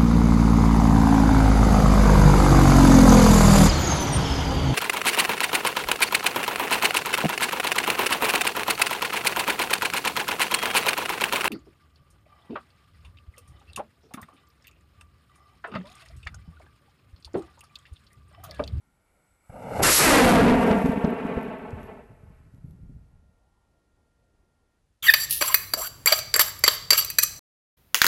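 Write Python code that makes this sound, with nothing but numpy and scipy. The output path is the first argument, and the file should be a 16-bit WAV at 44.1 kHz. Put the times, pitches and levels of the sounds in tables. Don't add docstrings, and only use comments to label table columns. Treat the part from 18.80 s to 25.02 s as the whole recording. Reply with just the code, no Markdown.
import sys
import numpy as np
from scipy import signal
from scipy.fft import rfft, irfft
from scipy.io import wavfile
from scipy.ndimage import uniform_filter1d

SR = 44100
rng = np.random.default_rng(int(sys.argv[2]) if len(sys.argv) > 2 else 0)


def volts_from_decibels(level):
    exponent = np.asarray(level, float) / 20
    return 10 ** exponent


def inscribe(sig):
    pcm = np.round(np.clip(np.atleast_2d(sig).T, -1, 1) * 32767)
    wavfile.write(sys.argv[1], SR, pcm.astype(np.int16))


N = 274478
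T = np.arange(N) / SR
HZ = np.fft.rfftfreq(N, 1 / SR)


def curve(table):
    s, *columns = np.transpose(table)
    return [np.interp(T, s, column) for column in columns]


def noise(colour, shape=1):
    hz, db = np.transpose(colour)
    gain = volts_from_decibels(np.interp(np.log(HZ + 1), np.log(hz), db))
    x = irfft(rfft(rng.standard_normal(N)) * gain * shape, N)
    return x / np.std(x)


def walk(rate):
    k = int(SR / rate)
    steps = np.repeat(rng.standard_normal(N // k + 1), k)
    return 1.1 * uniform_filter1d(uniform_filter1d(steps, k), k)[:N]


def add(out, s, x):
    i = int(s * SR)
    out[i:i + len(x)] += x[:N - i]


def bump(s, width_s, db):
    return db * np.exp(-((T - s) / width_s) ** 2)


def peaks(base_db, rows, rise_db_s, fall_db_s):
    for s, db in rows:
        slope_db = np.where(T < s, rise_db_s * (s - T), fall_db_s * (T - s))
        base_db = np.maximum(base_db, db - slope_db)
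    return base_db


def sand(x, lag_ms, share, size):
    late = np.interp(np.arange(N) - lag_ms * SR / 1000, np.arange(N), x)
    return (x + share * uniform_filter1d(late, size=size)) / np.sqrt(1 + share ** 2)


# (frequency [Hz], level [dB per Hz])
STILL_COLOUR = [(100, -1), (200, -2), (330, -5.5), (570, -7), (900, -10.5), (1300, -18), (2000, -21.5),
                (2800, -23.5), (6000, -26.5), (12000, -29)]
# (frequency [Hz], level [dB])
WHINES = [
    (1394, -84),
    (1857, -90.5),
]
WHINE_END_S = 5.992


def still():
    clock = T + 4.5 * np.clip(T - WHINE_END_S + .014, 0, None) ** 2
    whine = sum(np.sqrt(2) * volts_from_decibels(db) * np.sin(2 * np.pi * hz * clock) for hz, db in WHINES)
    fade_db = np.interp(T, [.6, 4.3, 5.8, 6.05], [-0.5, 0.5, 0, -4.0])
    colour = rfft(noise(STILL_COLOUR, HZ > 120))
    edges_hz = (0, 280, 450, 750, 1200)
    air = np.zeros(N)
    for lo, hi in zip(edges_hz, edges_hz[1:]):
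        air += irfft(colour * (HZ >= lo) * (HZ < hi), N) * volts_from_decibels(2.2 * walk(12))
    hiss = irfft(colour * (HZ >= edges_hz[-1]), N)
    return (air * volts_from_decibels(fade_db) + hiss) * volts_from_decibels(-73) + whine * (T < WHINE_END_S)


# (time [s], level [dB])
WIND_LEVEL = [(0, -72.5), (.69, -74.5), (.72, -53), (.85, -65), (.96, -45), (1.034, -34), (1.17, -39.5),
              (1.3, -32), (1.8, -34), (2.0, -55.5), (2.66, -56), (4.36, -55.5), (4.65, -70.5),
              (6.22, -72.5)]
# (time [s], peak level [dB])
GUST_PEAKS = [
    (2.98, -46.5),
    (3.49, -51),
    (3.89, -47),
    (4.11, -47),
    (4.68, -65.5),
    (5.21, -67.5),
    (5.6, -67.5),
    (6.08, -67),
]
# (time [s], peak level [dB])
BUFFET_HITS = [(2.929, -24.5), (3.301, -35), (3.43, -36), (3.5, -41), (3.599, -43.5), (3.654, -45),
               (3.735, -37), (3.778, -47), (3.841, -34), (3.879, -41.5), (3.929, -38.5), (3.981, -44),
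               (4.029, -38.5), (4.092, -31.5), (4.16, -38.5), (4.239, -56), (4.306, -54), (4.356, -54),
               (4.42, -51), (4.491, -56.5), (4.669, -59.5)]
BUFFET_DECAY_S = 0.1


def wind():
    level_db = peaks(curve(WIND_LEVEL)[0], GUST_PEAKS, rise_db_s=55.5, fall_db_s=64)
    eddies = walk(6.7)
    deep = noise([(14, -30), (30, -2), (60, -1), (100, -5.0), (150, -26.0), (400, -80)])
    deep *= volts_from_decibels(1.0 * eddies - 0.5)
    flutter = noise([(30, -33.5), (80, 0), (160, -1.5), (300, -21), (600, -35.5), (1500, -71.0)])
    flutter_db = -13.5 + 5.5 * np.clip(eddies, -1.5, 1.5)
    blow, slaps, t = np.zeros(N), np.zeros(N), T[:SR // 2]
    blow_shape = np.exp(-t * 3.25 / BUFFET_DECAY_S) * np.clip(t / 0.0035, 0, 1)
    slap = np.sin(2 * np.pi * 105 * t) + 0.33 * np.sin(2 * np.pi * 270 * t)
    slap *= np.exp(-t / 0.012) * np.clip(t / 0.0049, 0, 1)
    for s, db in BUFFET_HITS:
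        add(blow, s, volts_from_decibels(db - 10.5) * blow_shape)
        add(slaps, s, volts_from_decibels(db - 4.0) * slap)
    blow *= volts_from_decibels(1.6 * walk(51))
    return volts_from_decibels(level_db) * (deep + volts_from_decibels(flutter_db) * flutter) + blow * flutter + slaps


# (time [s], level [dB])
FIZZ_LEVEL = [
    (0, -78.5),
    (.3, -75.5),
    (.6, -73.5),
    (.7, -63),
    (1.2, -69),
    (3.2, -77),
    (3.7, -84.5),
    (4.2, -87.5),
    (6.3, -112),
]
# (frequency [Hz], level [dB per Hz])
GAS_COLOUR = [(180, -43.5), (300, -13.5), (1400, 1), (1610, -8.5), (2300, -3.5), (3180, -22), (6470, -21),
              (7790, -12), (8950, -14), (12000, -8.5), (15600, -41), (22000, -120)]
IGNITER_OUT_S = 1.1


def fizz():
    level_db, = curve(FIZZ_LEVEL)
    whistle_db = -14.5 + bump(0.54, width_s=0.16, db=8.8)
    whistle_db -= 26 * np.clip((T - IGNITER_OUT_S) / .2 + .5, 0, 1)
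    whistle = noise([(7300, -27), (7930, -0.5), (8500, -31.5)])
    spit = noise(GAS_COLOUR) + volts_from_decibels(whistle_db) * whistle
    return sand(spit, lag_ms=1.37, share=0.48, size=2) * volts_from_decibels(level_db + 1.5 * walk(11))


# (time [s], level [dB], sharpness of the flame [dB])
ON_PAD = [
    (.7, -45, -34),
    (.712, -53, -28),
    (.728, -48, -26),
    (.914, -33.5, -19.5),
    (.982, -31, -14.5),
    (1.0, -23, -24),
    (1.016, -25, -28),
]
# (time [s], level [dB], sharpness [dB])
CLIMBING = [
    (1.032, -24, 8),
    (1.1, -18, 3),
    (1.26, -16.5, 0),
    (1.376, -7.5, -9.5),
    (1.634, -15.5, -24.5),
    (1.86, -22.5, -23),
    (2.15, -31.5, -27.5),
    (2.56, -33.5, -31),
    (2.9, -42, -30),
]
# (time [s], level [dB], sharpness [dB])
BURNING_OUT = [
    (3.12, -45, -28),
    (3.28, -56.5, -22.5),
    (3.62, -71, -9.5),
    (4.0, -80, -2),
    (4.5, -78.5, -15),
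]
# (frequency [Hz], level [dB per Hz])
PLUME_COLOUR = [(20, -35), (50, -18.5), (130, -2), (270, 3.5), (500, -4), (1000, -8.5), (2000, -16),
                (2700, -19.5), (3300, -30), (4300, -34), (6000, -40), (8500, -43), (12000, -45.5)]
# (frequency [Hz], width [Hz], gain [dB])
PORT_RINGS = [(7850, 870, 4.5), (11800, 2700, 10)]


def jet():
    level_db, sharp_db = curve(ON_PAD + CLIMBING + BURNING_OUT)
    level_db += bump(1.77, width_s=.02, db=-3)
    shadow_db = bump(1.155, width_s=0.046, db=-16)
    roar_db, hiss_db = level_db + shadow_db, level_db + sharp_db
    rumble_db = roar_db - 2.5 + np.interp(T, (1.4, 1.45), [-3.5, 0])
    rumble_db += bump(1.67, width_s=0.063, db=8)
    rumble_db -= 2 * np.clip(T - 2, 0, None)
    rush_db = level_db - 9 + 0.45 * np.clip(sharp_db + 19, 0, None) + 0.56 * shadow_db
    rush_db += -5.5 * (T < CLIMBING[0][0])
    rush_db += bump(3.58, width_s=.12, db=5)
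    low, mid, high = (1 / (1 + (HZ / hz) ** 6) for hz in (330, 1100, 4200))
    port = volts_from_decibels(sum(db / (1 + (2 * (HZ - hz) / width) ** 2) for hz, width, db in PORT_RINGS))
    lumps, crackle = walk(25), walk(150)
    rumble = noise(PLUME_COLOUR, low) * volts_from_decibels(rumble_db + 1.0 + 1.6 * lumps)
    roar = noise(PLUME_COLOUR, mid - low) * volts_from_decibels(roar_db + 1.5 * lumps + 1.29 * crackle)
    rush = noise(PLUME_COLOUR, high - mid) * volts_from_decibels(rush_db + 0.24 * lumps + 1.4 * crackle)
    hiss = noise(PLUME_COLOUR, (1 - high) * port) * volts_from_decibels(hiss_db + 1.2 * walk(14) + 1.5 * walk(90))
    burning = np.clip((T - .694) / 0.005, 0, 1) * np.clip((4.7 - T) / 0.39, 0, 1)
    return (rumble + roar + rush + hiss) * burning


# (time [s], peak level [dB], length [ms])
SURGES = [(0.695, -36, 8.5), (0.742, -37, 2), (.869, -21.5, 1.94), (.92, -18.5, 2.8), (0.935, -22, 1.07),
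          (0.987, -22, 2.2), (1.005, -16.5, 1.05), (1.017, -18.5, 7.3), (1.862, -57, 5.2), (1.884, -7.5, 3),
          (1.908, 5.5, 5.5), (1.945, -15, 4.9), (1.981, -15, 3.8), (2.042, -10.5, 6.4), (2.056, -7, 3.5),
          (2.092, -7.5, 5.1), (2.13, -17, 2.85), (2.159, -18.5, 5.2), (2.174, -13.5, 4), (2.242, -2, 5.93),
          (2.275, -12.5, 3.7), (2.328, -15, 2.84), (2.45, -15.5, 4.15), (2.568, -17, 9.6),
          (2.575, -13.5, 2.85)]


def thuds():
    out = np.zeros(N)
    for s, db, ms in SURGES:
        length = ms * SR / 1000
        u = np.arange(int(1.3 * length)) / length
        add(out, s, volts_from_decibels(db) * np.sin(2 * np.pi * u) * np.hanning(len(u)) ** 0.35)
    return uniform_filter1d(uniform_filter1d(out, size=4), size=6)


LIFT_S, LIFT_M_S2, LEAN_MS_PER_S = 1.01, 64, 0.14
NOZZLE_M, PAD_M, CAMERA_M = 1.07, 3.0, .73


def bounce():
    flight = np.clip(T - LIFT_S, 0, None)
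    height = NOZZLE_M + .5 * LIFT_M_S2 * flight ** 2
    extra_m = np.hypot(PAD_M, height + CAMERA_M) - np.hypot(PAD_M, height - CAMERA_M)
    share = np.interp(T, (0.969, 1.029, 1.2, 1.31), [.85, 0.061, 0.061, .72])
    return extra_m / .343 + LEAN_MS_PER_S * flight, share


# (time [s], peak level [dB], level of the lower ring [dB])
GRAINS = [(1.9463, -51, -19), (1.9872, -39, -9), (2.0174, -38, -21), (2.0596, -38, -6), (2.1209, -39, -14),
          (2.246, -43, -16), (2.2741, -58, -9), (2.3055, -44, -20), (2.4677, -48, -12), (2.581, -53, -18),
          (2.6123, -52, -15), (2.63, -41.5, -24), (2.7161, -60, -25), (2.731, -55, -21), (2.787, -48, -23),
          (2.873, -61, -15), (2.9063, -54.5, -3), (2.9437, -57, -23), (3.0313, -48, -15.5),
          (3.7463, -55, -19), (3.9094, -54, -20)]
# (time [s], peak level [dB])
DUST_PUFFS = [(1.9, -66), (2.03, -59), (2.07, -56), (2.3, -73), (2.47, -75), (2.63, -66), (2.82, -72),
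              (3.04, -59.5), (3.459, -77.5), (3.55, -76), (3.76, -77.5), (3.87, -71), (3.92, -76)]
GRIT_DECAY_S = .0016


def grit():
    out, t = np.zeros(N), T[:1500]
    upper = noise([(3500, -27), (6000, -17.5), (10000, -23.5), (11600, 6.5), (12000, -12.5)])
    lower = noise([(6500, -12), (8100, -11), (9700, -31)])
    for s, db, low_db in GRAINS:
        i = int(s * SR)
        spray = upper[i:i + len(t)] + volts_from_decibels(low_db + 12.0) * lower[i:i + len(t)]
        add(out, s, volts_from_decibels(db - 7) * spray * np.exp(-t / GRIT_DECAY_S))
    blowing = np.clip((T - 1.8) / .1, 0, 1) * np.clip((4.4 - T) / .1, 0, 1)
    sinking_db = -70 - 12 * (T - 2)
    dust_db = peaks(sinking_db, DUST_PUFFS, rise_db_s=344, fall_db_s=200)
    return out + upper[::-1] * volts_from_decibels(dust_db - 6.5 + 2.7 * walk(160)) * blowing


def scene():
    rocket = sand(jet() + thuds(), *bounce(), size=6)
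    return (still() + wind() + fizz() + rocket + grit())[None]


def band_limit(x):
    return signal.sosfilt(signal.butter(12, 15710, fs=SR, output="sos"), x)


CEILING = .2
EDGE_HZ, TOP_HZ = 12000, 16300


def record(dry):
    below = np.clip((EDGE_HZ - HZ) / 60, 0, 1)
    above = (1 - below) * np.clip((TOP_HZ - HZ) / 3500, 0, 1) ** 1.1
    heard = irfft(rfft(dry) * below, N)
    clipped = heard / (1 + np.abs(heard / CEILING) ** 16) ** (1 / 16)
    over = 1. * (np.abs(heard) > CEILING)
    busy = np.sqrt(uniform_filter1d(np.diff(clipped, prepend=0) ** 2, size=1024))
    overload = uniform_filter1d(over, size=3000)
    grain = rfft(volts_from_decibels(-6.5) * rng.standard_normal(dry.shape) * busy * overload ** 1.3)
    fine = volts_from_decibels(-7.5) * rng.standard_normal(dry.shape) * busy ** 1.2
    fine *= np.clip((overload - .05) / .2, 0, 1)
    reach_hz = 14950 + 45 * 20 * np.log10(busy / CEILING + 1e-9) + 260 * np.round(walk(22))
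    edges_hz = np.arange(13600, 15900, 250)
    spill = rfft(fine) * np.clip((edges_hz[0] - HZ) / 250, 0, 1) * (HZ > EDGE_HZ - 60)
    for hz in edges_hz:
        reached = fine * np.clip((reach_hz - hz) / 80, 0, 1)
        spill = spill + rfft(reached) * np.clip(1 - np.abs(HZ - hz) / 250, 0, 1)
    flat = uniform_filter1d(over, size=260)
    rattle = volts_from_decibels(-49) * noise([(2000, -25), (3500, 0), (6000, -4), (8000, -22)]) * flat
    spill += rfft(rattle) * (HZ < 11000)
    passed = rfft(clipped) * (below + volts_from_decibels(-50.5) * above)
    spilled = spill * np.where(HZ < EDGE_HZ - 60, 1, above)
    mix = irfft(passed + grain * below + spilled, N)
    return band_limit(mix)


dry = scene()
out = record(dry)
inscribe(out)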